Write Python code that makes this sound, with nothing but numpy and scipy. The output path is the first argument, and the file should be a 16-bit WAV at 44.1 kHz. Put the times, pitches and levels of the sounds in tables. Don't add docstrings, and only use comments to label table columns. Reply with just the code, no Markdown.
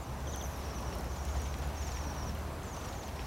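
import sys
import numpy as np
from scipy import signal
from scipy.fft import rfft, irfft
from scipy.io import wavfile
from scipy.ndimage import uniform_filter1d

SR = 44100
rng = np.random.default_rng(int(sys.argv[2]) if len(sys.argv) > 2 else 0)


def bounce(signal):
    frames = np.transpose(np.atleast_2d(signal))
    limited = np.clip(frames, -1, 1)
    pcm = np.round(limited * 32767).astype(np.int16)
    wavfile.write(sys.argv[1], SR, pcm)


N = 143766
TIME = np.arange(N) / SR

# (time of the top [s], fall [s], top [Hz], end [Hz], level before NOTE_DB and throat [dB])
TRILL_NOTES = [(0.018, 0.039, 7530, 5780, -60.5), (0.045, 0.033, 6020, 5600, -66),
               (0.095, 0.035, 6200, 5480, -72), (0.279, 0.03, 6340, 5900, -47.5),
               (0.327, 0.033, 6800, 5800, -46.5), (0.377, 0.038, 6480, 5750, -46.5),
               (0.43, 0.036, 6640, 5800, -47), (0.5, 0.027, 6940, 5980, -63),
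               (0.534, 0.035, 5980, 5410, -57), (0.585, 0.03, 5960, 5180, -57),
               (0.635, 0.039, 6260, 5460, -56), (0.69, 0.042, 5900, 5230, -57),
               (0.748, 0.036, 6230, 5730, -52.5), (0.803, 0.037, 6100, 5270, -57),
               (0.857, 0.036, 6030, 5550, -54), (0.913, 0.039, 6050, 5300, -57),
               (0.968, 0.033, 6000, 5380, -60), (1.036, 0.025, 5680, 5220, -60),
               (1.09, 0.032, 5780, 5600, -60), (1.12, 0.023, 6700, 5980, -56),
               (1.168, 0.035, 7130, 5720, -57), (1.195, 0.03, 5900, 5600, -61),
               (1.228, 0.039, 6900, 5960, -58), (1.272, 0.038, 6780, 6380, -57),
               (1.28, 0.037, 6300, 5560, -66), (1.314, 0.04, 7300, 5980, -57),
               (1.34, 0.036, 5970, 5300, -61), (1.365, 0.03, 7240, 6000, -57),
               (1.4, 0.035, 5820, 5650, -57), (1.42, 0.038, 7030, 6040, -53),
               (1.45, 0.035, 6000, 5380, -62), (1.47, 0.03, 6980, 6080, -55.5),
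               (1.505, 0.035, 6350, 5510, -57), (1.559, 0.04, 6150, 5560, -61),
               (1.575, 0.025, 7060, 6420, -60), (1.635, 0.047, 7110, 6840, -61),
               (1.75, 0.034, 6130, 5450, -53.5), (1.776, 0.027, 6570, 6160, -54),
               (1.805, 0.029, 6240, 5330, -52), (1.822, 0.035, 7070, 6160, -52),
               (1.853, 0.037, 6020, 5510, -53.5), (1.872, 0.028, 7180, 6120, -54),
               (1.897, 0.029, 6180, 5450, -51.5), (1.922, 0.035, 7180, 5890, -52.5),
               (1.952, 0.033, 5970, 5500, -51.5), (1.972, 0.028, 7040, 6180, -58),
               (1.997, 0.033, 6060, 5420, -52.5), (2.025, 0.03, 6760, 5920, -56),
               (2.052, 0.036, 6020, 5640, -52.5), (2.098, 0.029, 5910, 5530, -52),
               (2.15, 0.047, 6160, 5500, -53), (2.203, 0.039, 5930, 5420, -51.5),
               (2.257, 0.048, 6090, 5460, -51), (2.635, 0.022, 6700, 5660, -58),
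               (2.645, 0.062, 7670, 6700, -61.5), (2.668, 0.032, 6400, 5850, -58),
               (2.712, 0.044, 6900, 5720, -54), (2.768, 0.035, 6660, 5860, -55),
               (2.824, 0.034, 6524, 5810, -55.5), (2.86, 0.035, 5860, 5500, -60),
               (2.888, 0.033, 6970, 6240, -57), (2.942, 0.035, 7100, 6140, -57),
               (2.988, 0.031, 7200, 6100, -56), (3.02, 0.027, 5620, 5280, -62),
               (3.043, 0.04, 7120, 5880, -57), (3.12, 0.034, 5820, 5390, -66),
               (3.18, 0.039, 5600, 5630, -58), (3.232, 0.027, 5620, 5220, -63)]
# (pitch [Hz], gain [dB])
THROAT_GAIN = [(5100, 0), (5450, -3), (5680, -0.5), (5950, -3), (6250, -1), (6700, -2), (7200, 2.5),
               (7800, -3)]
# (time [s], level [dB])
FAR_FLOCK_LEVEL = [(0, -69), (.3, -60), (.6, -64), (.85, -60.5), (1.05, -62), (1.3, -59.5), (1.65, -65),
                   (1.9, -65), (2.25, -61), (2.42, -66), (2.6, -84), (2.75, -61.5), (3, -64), (3.26, -64)]
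# (time [s], length [s], start [Hz], end [Hz], peak sine level [dB])
LOW_CHIRPS = [(.267, 0.017, 3680, 2900, -51), (.333, .021, 4100, 2880, -49), (.407, 0.017, 4000, 2940, -47),
              (2.347, .02, 3470, 2630, -55)]
# (time [s], mean pitch [Hz], mean level [dB])
UPPER_SQUEAL = [(.41, 12390, -66), (.428, 13040, -62), (.475, 12950, -58), (.492, 12750, -64),
                (.52, 13050, -62), (.542, 13000, -70), (.562, 13000, -64), (.578, 12850, -58),
                (.592, 12240, -68), (.62, 11500, -69)]
LOWER_SQUEAL = [(.44, 10800, -67), (.456, 10570, -68), (.52, 10480, -64), (.545, 10350, -73),
                (.572, 10100, -66), (.608, 9180, -71), (.63, 8930, -72)]
# (time [s], level before the puff envelope [dB])
CLOSE_FLAPS = [(.745, -56), (.79, -53), (.828, -55), (1.165, -52.5), (1.256, -58), (1.29, -52),
               (1.345, -59), (1.462, -50), (1.815, -56), (1.922, -53), (1.982, -54), (2.04, -54),
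               (2.748, -54), (2.77, -53), (2.815, -54), (2.85, -50), (2.89, -51.5), (2.928, -52),
               (3.037, -51), (3.088, -52), (3.165, -53)]
# (time [s], level [dB])
WING_LEVEL = [(0, -74), (.3, -59), (.55, -57), (.9, -56), (1.4, -58.5), (1.7, -56.5), (1.95, -57.5),
              (2.3, -57.5), (2.55, -66), (2.8, -60), (3.26, -56.5)]
# (frequency [Hz], gain [dB])
WING_SPECTRUM = [(200, 2), (900, -6), (1800, 3), (3500, -2), (5000, -3.5), (8000, -13.5), (15000, -16.5)]
# (time [s], level before the decay envelope [dB], centre [Hz], width [octaves])
CLEAR_TICKS = [(0.361, -36, 9100, 0.43), (.414, -48, 11000, .6), (.808, -46, 9900, .5),
               (.9275, -33.5, 2100, 0.65), (0.953, -39, 10000, .3), (.986, -39, 9500, .4),
               (1.008, -45, 10980, .3), (1.043, -43, 2190, 0.64), (1.2525, -37, 6500, .8),
               (1.40, -39, 2300, .7), (1.419, -39.5, 7900, .6), (1.542, -34, 2380, 1),
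               (1.587, -43, 11000, 0.44), (1.622, -37.5, 3800, 0.77), (1.674, -44, 11000, 0.17),
               (1.92, -38.5, 2560, 0.51), (1.972, -38, 2100, 0.42), (2.166, -40, 2500, 0.72),
               (2.349, -43.5, 10980, 0.52), (2.389, -45, 10500, .4), (2.633, -45, 7975, 0.52),
               (2.768, -41, 6000, 0.92), (2.859, -35, 8000, .25), (3.081, -42, 10500, 0.62),
               (3.1941, -32.5, 2550, 0.28)]
# (delay [s], gain [dB])
GROUND_AND_TRUNKS = [(.0031, -24.5), (.0074, -15.5)]
# (time [s], firing rate [Hz], level before overtone gains and drift [dB])
UPPER_ENGINE = [(0, 69, -46.5), (.4, 70.36, -40), (.65, 70.56, -46.5), (.8, 71.34, -50.5),
                (1.25, 71.43, -39.5), (1.7, 72.96, -41.5), (2.3, 74.53, -40.5), (2.6, 75.7, -48.5),
                (3.26, 74.6, -53)]
LOWER_ENGINE = [(0, 60.8, -45), (.45, 62.03, -47), (.8, 59.78, -46), (1.0, 59.4, -44.5), (1.3, 59.9, -42.5),
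                (1.85, 58, -46), (2.4, 56.2, -45), (2.8, 55.7, -61), (3.26, 58.3, -47)]
ENGINE_HARMONICS = [0.5, -14.5, -21]
# (frequency [Hz], gain [dB])
ROAD_SPECTRUM = [(15, -29), (30, -12), (55, 0.5), (85, 0.5), (110, -3.5), (170, -5), (320, -10.5),
                 (450, -11), (700, -10), (1000, -11.5), (1350, -17.5), (2000, -24), (3200, -29),
                 (5000, -32), (8000, -35), (10000, -36), (13000, -36), (16000, -39.5)]
# (frequency [Hz], correlation [0 to 1])
ROAD_LIKENESS = [(20, 1), (1500, 1), (2800, 1), (5000, 0.91), (8000, .7), (16000, 0.58)]
# (time [s], level [dB])
ROAD_LEVEL = [(0, -42.5), (.45, -41), (.8, -42), (1.4, -41), (2.0, -41.5), (2.45, -41.5), (2.9, -41),
              (3.26, -43)]

NOTE_DB, RISE_S, RISE_HZ, RELEASE_S, DROP_HZ = 2.5, 0.008, 850, 0.006, 350
ONSET_DB, END_DB, LOUDEST_AT, SAG_HZ, OCTAVE_DB = -5.5, -7.5, 0.76, 59.6, -23
WAVER_HZ, SHIMMER_DB = 74, 2
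FAR_TOP_HZ, FAR_END_HZ, FAR_SPREAD_HZ, NOTE_GAP_S = 5920, 5450, 1400, 0.053
SCATTER_T60_S = 0.47
FLAP_S, FLAP_HZ, FLAP_OCTAVES = 0.006, 3150, 0.85
WINGBEATS_PER_S, WING_DEPTH_DB = 18, 4
TICK_DECAY_S, SPLASH_PER_S, SPLASH_DB = 0.00097, 70, -58
TAIL_T60_S, TAIL_DB = 0.33, -17
PATCH_DB, SWELL_DB = 1.15, 0.4
EDGE_HZ = 15900


def amp(db):
    return 10 ** (np.asarray(db) / 20)


def unit(x):
    return x / np.sqrt(np.mean(x ** 2) + 1e-20)


def at_hz(points, hz):
    f, value = np.transpose(points)
    return np.interp(np.log(hz + 1), np.log(f + 1), value)


def at_time(rows, t):
    s, *columns = np.transpose(rows)
    return [np.interp(t, s, c) for c in columns]


def add(mix, s, sound):
    start = round(s * SR)
    sound = sound[max(-start, 0):]
    part = mix[max(start, 0):][:len(sound)]
    part += sound[:len(part)]


def wander(rate_hz):
    hz = np.fft.rfftfreq(N, 1 / SR)
    return unit(irfft(rfft(rng.standard_normal(N)) * np.exp(-(hz / rate_hz) ** 2), N))


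def phase_of(hz):
    return 2 * np.pi * np.cumsum(hz) / SR


def band(noise, centre_hz, octaves):
    hz = np.fft.rfftfreq(len(noise), 1 / SR)
    distance = np.log2((hz + 1) / centre_hz) / octaves
    return unit(irfft(rfft(noise) * np.exp(-0.5 * distance ** 2)))


def note(fall_s, top_hz, end_hz, waver):
    t = np.arange(-RISE_S, fall_s + RELEASE_S, 1 / SR)
    u = np.clip(t / fall_s, 0, 1)
    before = np.clip(-t / RISE_S, 0, 1)
    after = np.clip((t - fall_s) / RELEASE_S, 0, 1)
    hz = top_hz + (end_hz - top_hz) * u - SAG_HZ * np.sin(np.pi * u)
    hz = hz - RISE_HZ * before ** 2 - DROP_HZ * after
    phase = phase_of(hz + WAVER_HZ * waver[:len(t)])
    swell_db = np.interp(u, [0, LOUDEST_AT, 1], [ONSET_DB, 0, END_DB])
    envelope = np.sqrt(2 * (1 - before ** 2)) * (1 - after) * amp(swell_db + at_hz(THROAT_GAIN, hz))
    return envelope * (np.sin(phase) + amp(OCTAVE_DB) * np.sin(2 * phase))


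def near_trills():
    out, waver = np.zeros(N), wander(300)
    for s, fall_s, top_hz, end_hz, db in TRILL_NOTES:
        whistle = note(fall_s, top_hz, end_hz, np.roll(waver, -round(s * SR)))
        add(out, s - RISE_S, amp(db + NOTE_DB) * whistle)
    return out * amp(SHIMMER_DB * wander(180))


def far_trills(count=8):
    out, waver = np.zeros(N), wander(300)
    for height in np.linspace(0, 1, count) ** 2:
        top_hz = FAR_TOP_HZ + FAR_SPREAD_HZ * height
        end_hz = FAR_END_HZ + FAR_SPREAD_HZ * height / 2
        s = -rng.random() * NOTE_GAP_S
        for pace, pitch in rng.standard_normal((70, 2)):
            shift_hz = 130 * pitch
            add(out, s, note(0.027, top_hz + shift_hz, end_hz + shift_hz, np.roll(waver, -round(s * SR))))
            s += NOTE_GAP_S * np.exp(0.061 * pace)
    t = TIME[:SR // 2]
    scatter = rng.standard_normal(len(t)) * amp(-60 * t / SCATTER_T60_S)
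    blurred = signal.fftconvolve(out, scatter)[:N]
    return unit(blurred) * amp(at_time(FAR_FLOCK_LEVEL, TIME)[0])


def chirps():
    out = np.zeros(N)
    for s, length, start_hz, end_hz, db in LOW_CHIRPS:
        u = np.arange(0, length, 1 / SR) / length
        phase = phase_of(start_hz + (end_hz - start_hz) * u ** 0.836)
        add(out, s, amp(db) * np.sqrt(2) * np.sin(np.pi * u) * np.sin(phase))
    return out


def squeal(voice):
    hz, db = at_time(voice, TIME)
    sounding = (TIME > voice[0][0]) & (TIME < voice[-1][0])
    gate = uniform_filter1d(1.0 * sounding, size=200)
    level = np.sqrt(2) * gate * amp(db + 2 * wander(120))
    return level * np.sin(phase_of(hz + 70 * wander(300)))


def flaps():
    out = np.zeros(N)
    for (s, db), noise in zip(CLOSE_FLAPS, rng.standard_normal((len(CLOSE_FLAPS), 2048))):
        t = TIME[:len(noise)] - TIME[len(noise) // 2]
        puff = band(noise, FLAP_HZ, FLAP_OCTAVES) * np.exp(-0.5 * (t / FLAP_S) ** 2)
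        add(out, s + t[0], amp(db) * puff)
    return out


def wings(count=3):
    out, hz = np.zeros(N), np.fft.rfftfreq(N, 1 / SR)
    for _ in range(count):
        rustle = irfft(rfft(rng.standard_normal(N)) * amp(at_hz(WING_SPECTRUM, hz)), N)
        rate = WINGBEATS_PER_S * (1 + 0.147 * wander(4.04))
        beat = np.sin(phase_of(rate) + 2 * np.pi * rng.random())
        out += rustle * amp(WING_DEPTH_DB * beat + 4.5 * wander(6.7))
    return unit(out) * amp(at_time(WING_LEVEL, TIME)[0])


def tick(centre_hz, octaves, noise):
    t = TIME[:len(noise)]
    return band(noise, centre_hz, octaves) * np.exp(-t / TICK_DECAY_S) * (1 - np.exp(-t / 0.00012))


def ticks():
    out = np.zeros(N)
    for (s, db, centre_hz, octaves), noise in zip(CLEAR_TICKS, rng.standard_normal((len(CLEAR_TICKS), 1024))):
        add(out, s - TICK_DECAY_S / 2, amp(db) * tick(centre_hz, octaves, noise))
    s = 0
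    for (wait, pitch, loud), noise in zip(rng.random((300, 3)), rng.standard_normal((300, 1024))):
        s -= np.log(1 - wait) / SPLASH_PER_S
        centre_hz = 2100 * 5 ** (pitch ** 2)
        add(out, s, amp(SPLASH_DB + 12.4 * loud ** 2) * tick(centre_hz, 0.54, noise))
    return out


def park(x):
    t = np.arange(SR // 2) / SR
    decay = amp(-60 * t / TAIL_T60_S) * (1 - np.exp(-t / 0.012))
    mid, side = rng.standard_normal((2, len(t))) * decay
    response = np.array([mid + 0.1 * side, mid - 0.1 * side])
    response *= amp(TAIL_DB) / np.linalg.norm(mid)
    response[:, 0] += 1
    for delay, db in GROUND_AND_TRUNKS:
        response[:, round(delay * SR)] += amp(db)
    return signal.fftconvolve(x[None], response, axes=1)[:, :N]


def engine(curve):
    hz, db = at_time(curve, TIME)
    phase, out = phase_of(hz), np.zeros(N)
    for k, gain_db in enumerate(ENGINE_HARMONICS, 1):
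        out += amp(db + gain_db + 1.9 * wander(7)) * np.sin(k * phase)
    return np.sqrt(2) * out


def traffic():
    hz, frames = np.fft.rfftfreq(2048, 1 / SR), N // 512 + 5
    a, b, c, d, patches = rng.standard_normal((frames, len(hz), 5)).T
    patches = uniform_filter1d(patches, size=14, axis=0)
    patches = unit(uniform_filter1d(patches, size=6, axis=1))
    same = np.clip(at_hz(ROAD_LIKENESS, hz), 0, 1)[:, None]
    mid = np.sqrt(1 + same) * (a + 1j * b)
    side = np.sqrt(1 - same) * (c + 1j * d)
    colour = amp(at_hz(ROAD_SPECTRUM, hz)[:, None] + PATCH_DB * patches)
    spectra = np.array([mid + side, mid - side]) * colour
    roar = signal.istft(spectra, nperseg=2048, noverlap=1536)[1][:, :N]
    return amp(at_time(ROAD_LEVEL, TIME)[0] + SWELL_DB * wander(2.6)) * unit(roar)


def scene():
    voices = near_trills() + far_trills() + chirps() + squeal(UPPER_SQUEAL) + squeal(LOWER_SQUEAL)
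    birds = voices + ticks() + wings() + flaps()
    return park(birds) + traffic() + engine(UPPER_ENGINE) + engine(LOWER_ENGINE)


def record(dry):
    lowpass = signal.firwin(511, EDGE_HZ, window=("kaiser", 9), fs=SR)
    return signal.oaconvolve(dry, lowpass[None], "same")


dry = scene()
out = record(dry)
bounce(out)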